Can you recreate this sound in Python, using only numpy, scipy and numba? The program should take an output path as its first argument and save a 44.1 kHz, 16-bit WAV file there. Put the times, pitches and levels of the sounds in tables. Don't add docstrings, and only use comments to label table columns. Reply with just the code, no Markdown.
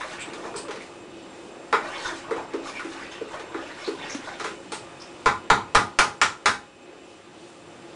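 import sys
import numpy as np
from scipy import signal
from scipy.fft import rfft, irfft
from scipy.io import wavfile
from scipy.ndimage import uniform_filter1d
from numba import njit

SR = 44100
rng = np.random.default_rng(int(sys.argv[2]) if len(sys.argv) > 2 else 0)


def bounce(signal):
    frames = np.transpose(np.atleast_2d(signal))
    limited = np.clip(frames, -1, 1)
    pcm = np.round(limited * 32767).astype(np.int16)
    wavfile.write(sys.argv[1], SR, pcm)


N = 350592
T = np.arange(N) / SR

# t/s, rim ring level/dB, wall boom level added to rim level/dB (before all booms
# are scaled together), crack level added to rim level/dB, favoured wall pitch f/Hz,
# favoured rim pitch f/Hz, ring time factor
SPOON_BLOWS = [(0.009, -26, -32, -30, 374, 1770, 1.7), (0.275, -36, 2, -20, 355, 820, 1.5),
               (0.334, -33, -3, -6, 457, 1150, 2.2), (0.439, -30, -2.5, -32, 483, 964, 2.1),
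               (0.54, -29.5, 2, -22, 410, 1170, 1.8), (0.683, -31, 3.5, -12.5, 417, 807, 1.04),
               (0.709, -42.5, 6, 7.5, 431, 1060, 0.66), (0.758, -37.5, 6.5, -4.5, 446, 1040, 1.1),
               (1.727, -8.5, -8.5, -19.5, 438, 1060, 2), (2.119, -36.5, 3.5, -27, 325, 1250, 1.6),
               (2.309, -22.5, 5, -18.5, 440, 1200, 1.8), (2.363, -24, 0, -20, 427, 835, 0.44),
               (2.536, -32, 12, -8.5, 385, 890, 1.6), (2.794, -28, -14, -13, 345, 1360, 0.95),
               (2.846, -40.5, 10, -3, 333, 1310, 3.1), (3.211, -39.5, 20, -15, 430, 1080, 0.58),
               (3.396, -33.5, -1, -8, 427, 977, 1), (3.544, -24.5, -0.5, -23.5, 366, 1160, 1.4),
               (3.875, -30, 10.5, -11, 397, 931, 1.66), (4.147, -27.5, 1, -9, 301, 1030, 0.17),
               (4.398, -24.5, -9, -10, 427, 1244, 3), (4.443, -21.5, -8.5, -10.5, 404, 1460, 4.8),
               (4.72, -27, -3, -5.5, 430, 910, 0.87), (5.259, -6, -8.5, -17.5, 465, 1070, 0.92),
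               (5.501, -1.5, -17, -15.5, 434, 940, 2.7), (5.749, 0, -17, -12, 450, 1105, 2.6),
               (5.988, -1.5, -28, -7.5, 420, 1310, 8.4), (6.215, -3.5, -23, -6.5, 410, 1410, 0.98),
               (6.458, -2, -18.5, -9, 423, 1640, 1.93)]
# f/Hz, relative level/dB, time to fall 60 dB t/s
WALL_MODES = [(276.5, 0.5, 0.36), (333, 3.5, 0.13), (392.5, 3.5, 0.074), (420, 4, 0.084),
              (453.3, 7.5, 0.11), (543.7, 6.5, 0.12), (622, 8, 0.14)]
# f/Hz, relative level/dB, time to fall 60 dB t/s
RIM_MODES = [(721, -21.5, 0.29), (818, -14.5, 0.33), (846, 4, 0.035), (931, -5, 0.09), (1021, 1, 0.068),
             (1160, 1, 0.038), (1230, 4.5, 0.042), (1290, 6, 0.027), (1416, 2.5, 0.048),
             (1550, -5.5, 0.073), (1706, 5.5, 0.013), (2036, 4.5, 0.015), (2284, -0.5, 0.025),
             (2600, -4, 0.017), (3260, -10, 0.03), (3836, 5, 0.0075)]
# t/s, thump level/dB, rumble level/dB
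RAP_THUMPS = [(5.258, -28, -35), (5.504, -23, -28.5), (5.753, -19, -28), (5.987, -23, -31.5),
              (6.213, -46, -35), (6.453, -38, -32.5)]
# crest t/s, slosh level/dB, fine spray level/dB, rise t/s,
# bubble pitch f/Hz
SPOON_SURGES = [(0.01, -37, -47.5, 0.044, 1316), (0.13, -43.5, -48.5, 0.11, 1610),
                (0.21, -41.5, -62, .05, 1997), (0.30, -44, -64, 0.021, 1320), (0.46, -41.5, -53, .08, 1150),
                (0.56, -45, -44.5, 0.0042, 1115), (0.64, -50.5, -72, .05, 1225),
                (0.71, -43.5, -68, 0.034, 1160), (0.82, -61.5, -51, 0.017, 1680),
                (1.74, -44, -68, 0.005, 1190), (1.852, -36.5, -51.5, 0.041, 1290),
                (1.972, -36.5, -52, 0.13, 1562), (2.068, -36.5, -41.5, 0.074, 1300),
                (2.162, -44, -46.5, 0.025, 1550), (2.409, -40.5, -59.5, .2, 1040),
                (2.55, -44.5, -73, 0.082, 1030), (2.68, -40, -44, 0.039, 1180),
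                (2.77, -47.5, -52, .06, 1840), (2.93, -44, -50, 0.037, 1254), (3.028, -42, -57, 0.13, 1767),
                (3.116, -39.5, -50, 0.0074, 1590), (3.339, -39, -53, .08, 1416),
                (3.60, -44, -62, 0.14, 1106), (3.69, -43, -54.5, 0.12, 1780),
                (3.819, -42.5, -54, 0.071, 1880), (3.882, -48, -49, 0.075, 1010),
                (4.04, -38.5, -61, 0.077, 1830), (4.108, -47, -49, 0.08, 1820),
                (4.28, -39.5, -51, .09, 1580), (4.471, -46, -48, .1, 1464), (4.63, -58.5, -82, 0.052, 1240),
                (4.733, -66, -44, 0.009, 1050), (5.01, -49.5, -62, 0.018, 1920)]
# t/s, level of each bubble/dB, pitch f/Hz
BUBBLE_BURSTS = [(0.18, -33, 2280), (0.195, -32.5, 8000), (0.208, -37, 2500), (0.559, -34.5, 4630),
                 (0.5626, -28.5, 8100), (0.7072, -50, 1110), (0.8031, -40.5, 2030), (0.806, -52, 3530),
                 (2.0296, -28, 1430), (2.0497, -33, 1230), (2.089, -35.5, 1570), (2.6583, -37, 1230),
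                 (2.752, -32, 2300), (2.791, -34, 1380), (2.828, -39.5, 1760), (3.0166, -38, 1730),
                 (3.369, -41.5, 1650), (3.7007, -40.5, 1780), (3.8433, -33.5, 3980), (4.0966, -38, 2140),
                 (4.0986, -32, 5970), (4.1394, -70, 6040), (4.4006, -41, 1320), (4.459, -56, 1417),
                 (4.499, -50.5, 1290), (4.7206, -32.5, 8500), (4.7229, -40, 2060), (5.0003, -37, 5230)]
# f/Hz, relative level per Hz/dB
FAN_COLOUR = [(18, -40), (30, -26), (86, -18), (340, -7), (467, -9.5), (541, -11.5), (744, -15), (821, -15),
              (2240, -23), (3010, -24.5), (4140, -28.5), (7820, -34), (9760, -34), (10500, -73),
              (13600, -88), (22000, -120)]
WHINE_HZ = [342, 542, 709, 830, 1200, 2445, 2535, 2670, 2970, 3630, 7570]
# filter width f/Hz, level before wavering/dB
WHINE_WIDTHS_LEVELS = [(39.8, -50), (30.2, -55), (20, -60.5), (40, -60.5), (30, -62.5), (25, -73),
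                       (56, -61.5), (80, -66), (25, -63), (70, -66.5), (70, -65.5)]
# band centre f/Hz, time to fall 60 dB t/s
ROOM_DECAY = [(150, 0.43), (400, 0.27), (1000, 0.066), (2500, 0.2), (6000, 0.27)]

RIM_BUILD_S, RIM_WET_DB = 0.009, 3.5
WALL_DB, WALL_WET_DB = -39, -12
RISE_DB = 10
SLOSH_FALL_DB_S, SPRAY_FALL_DB_S = 128, 259
SPRAY_HZ = 5250
FAN_DB = -44.5
HISS_DB = -60.5
TOP_HZ = 10100


def blows():
    rim, wall = np.zeros(N), np.zeros(N)
    t = T[:SR // 3]
    for s, rim_db, boom_db, crack_db, boom_hz, rim_hz, lasting in SPOON_BLOWS:
        click = 1. * (t == 0)
        rattle = 0.068 * rng.standard_normal(len(t)) * np.exp(-t / 0.0011)
        crack = level(band(click + rattle, 1480, 2000), -23.5)
        knock = ring(RIM_MODES, 1.34, rim_hz, 7.2, min(lasting, 1.1))
        knock = np.pad(knock, (0, SR // 8))
        boom = ring(WALL_MODES, 1.0, boom_hz, 31, lasting)
        add(rim, s, undb(rim_db) * room(knock, RIM_WET_DB, RIM_BUILD_S))
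        add(rim, s, undb(rim_db + crack_db) * room(crack, 7.0, 0.0004))
        add(wall, s, undb(rim_db + boom_db) * boom)
    push = np.hanning(int(0.0023 * SR))
    wall = level(signal.fftconvolve(wall, push)[:N], WALL_DB)
    low_cut = signal.butter(4, 200, "highpass", fs=SR, output="sos")
    return signal.sosfilt(low_cut, rim), signal.sosfilt(low_cut, wall)


def ring(modes, scatter_db, centre_hz, focus_db, lasting):
    hz, db, t60 = np.transpose(modes)[:, :, None]
    t = T[:SR // 3]
    chance = rng.standard_normal((len(modes), 1))
    octaves_away = np.abs(np.log2(hz / centre_hz))
    start_db = db + scatter_db * chance - focus_db * octaves_away
    sign = (-1) ** np.arange(len(modes))[:, None]
    fading = undb(start_db - 60 * t / (lasting * t60))
    y = np.sum(sign * fading * np.sin(2 * np.pi * hz * t), axis=0)
    return y / np.max(np.abs(y))


def thumps():
    out = np.zeros(N)
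    t = T[:SR // 3]
    for s, thump_db, rumble_db in RAP_THUMPS:
        thump = np.sin(2 * np.pi * 20 * t) * np.exp(-t / 0.012)
        low = level(band(rng.standard_normal(len(t)), 98, 44), 1.5)
        high = level(band(rng.standard_normal(len(t)), 203, 110), 1.8)
        swell_and_fade = np.exp(-t / 0.062) * (1 - np.exp(-t / 0.01))
        rumble = (low + high) * swell_and_fade
        add(out, s, undb(thump_db) * thump / thump.max() + undb(rumble_db) * rumble)
    return out


def liquid():
    slosh, spray, weighted_hz = 1e-9, 0, 1e-6
    for s, slosh_db, spray_db, rise_s, hz in SPOON_SURGES:
        power = surge(s, slosh_db, rise_s, SLOSH_FALL_DB_S) ** 2
        slosh = slosh + power
        weighted_hz = weighted_hz + hz * power
        spray = spray + surge(s, spray_db, rise_s, SPRAY_FALL_DB_S) ** 2
    gurgle = swarm(count=3500, hz=weighted_hz / slosh, spread=0.454, cycles=9.4, glide=0.084)
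    drops = swarm(count=16000, hz=np.full(N, 1. * SPRAY_HZ), spread=0.442, cycles=4.5, glide=0.023)
    return np.sqrt(slosh) * gurgle + np.sqrt(spray) * drops + plinks()


def surge(crest_s, db, rise_s, fall_db_s):
    climb = RISE_DB * (crest_s - T) / rise_s
    fall = fall_db_s * (T - crest_s)
    return undb(db - np.maximum(climb, fall))


def swarm(count, hz, spread, cycles, glide):
    start = rng.integers(0, N, count)
    pitch = np.clip(hz[start] * np.exp(spread * rng.standard_normal(count)), 200, 10000)
    size = undb(1.97 * np.minimum(rng.exponential(1, count), 4.5))
    return level(bubbles(start, pitch, np.full(count, cycles), size, glide, N), 0)


def plinks():
    when, db, pitch = np.repeat(np.transpose(BUBBLE_BURSTS), repeats=8, axis=1)
    delay, detune = rng.random((len(when), 2)).T
    start = ((when + 0.03 * delay ** 1.5) * SR).astype(np.int64)
    pitch = pitch * (0.942 + 0.17 * detune)
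    return bubbles(start, pitch, np.full(len(when), 5.5), undb(db), 0.0057, N)


@njit
def bubbles(start, hz, cycles, size, glide, count):
    out = np.zeros(count)
    for k in range(len(start)):
        length = cycles[k] * SR / hz[k]
        phase = 0.
        for i in range(min(int(6 * length), count - start[k])):
            pitch = min(hz[k] * (1 + glide * i / length), .45 * SR)
            phase += 2 * np.pi * pitch / SR
            out[start[k] + i] += size[k] * np.exp(-i / length) * np.sin(phase)
    return out


def fan():
    hz, db = np.transpose(FAN_COLOUR)
    f = np.maximum(np.fft.rfftfreq(N, 1 / SR), 1)
    colour = undb(np.interp(np.log(f), np.log(hz), db))
    air, swell = 0, walk(0.59)
    for centre in 30 * 2. ** np.arange(9):
        share = np.cos(np.pi / 2 * np.clip(np.log2(f / centre), -1, 1))
        part = irfft(rfft(rng.standard_normal(N)) * share * colour, N)
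        air = air + part * undb(0.5 * swell + 2.1 * walk(9.9))
    whines = 0
    for centre, (width, whine_db) in zip(WHINE_HZ, WHINE_WIDTHS_LEVELS):
        tone = band(band(rng.standard_normal(N), centre, width), centre, width)
        whines = whines + level(tone, whine_db) * undb(0.5 * walk(7.1))
    return level(air, FAN_DB) + whines


def room(x, wet_db, build_s):
    t = T[:int(.4 * SR)]
    tail = 0
    for hz, t60 in ROOM_DECAY:
        noise = level(band(rng.standard_normal(len(t)), hz, hz), 0)
        tail = tail + noise * np.sqrt(hz) * undb(-60 * t / t60)
    tail = tail * (1 - np.exp(-t / build_s))
    tail = tail / np.sqrt(np.sum(tail ** 2))
    return x + undb(wet_db) * signal.fftconvolve(x, tail)[:len(x)]


def undb(db):
    return 10 ** (np.asarray(db) / 20)


def level(x, db):
    return x * undb(db) / np.sqrt(np.mean(x ** 2))


def band(x, hz, width):
    return signal.lfilter(*signal.iirpeak(hz, hz / width, SR), x)


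def walk(rate):
    k = int(SR / rate)
    steps = np.repeat(rng.standard_normal(N // k + 1), k)
    return 1.3 * uniform_filter1d(uniform_filter1d(steps, k), k)[:N]


def add(out, s, sound):
    i = max(int(s * SR), 0)
    out[i:i + len(sound)] += sound[:N - i]


@njit
def ride(x, top, slope, attack, release):
    y, loudness = np.empty(len(x)), top
    for i in range(len(x)):
        a = abs(x[i])
        loudness += (a - loudness) * (attack if a > loudness else release)
        y[i] = x[i] * (top / max(loudness, top)) ** slope
    return y


def scene():
    rim, wall = blows()
    knocks = rim + room(wall, WALL_WET_DB, 0.018) + thumps()
    return (knocks + room(liquid(), 0.4, 0.00022) + fan())[None]


def record(dry):
    x = ride(dry[0], undb(-24.0), 0.49, 1 / (SR * .08), 1 / (SR * 1.5))
    x = x + level(band(rng.standard_normal(N), 2000, 2500), HISS_DB)
    x = np.tanh(0.83 * x) / 0.81
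    return signal.sosfilt(signal.ellip(10, .2, 70, TOP_HZ, fs=SR, output="sos"), x)[None]


dry = scene()
out = record(dry)
bounce(out)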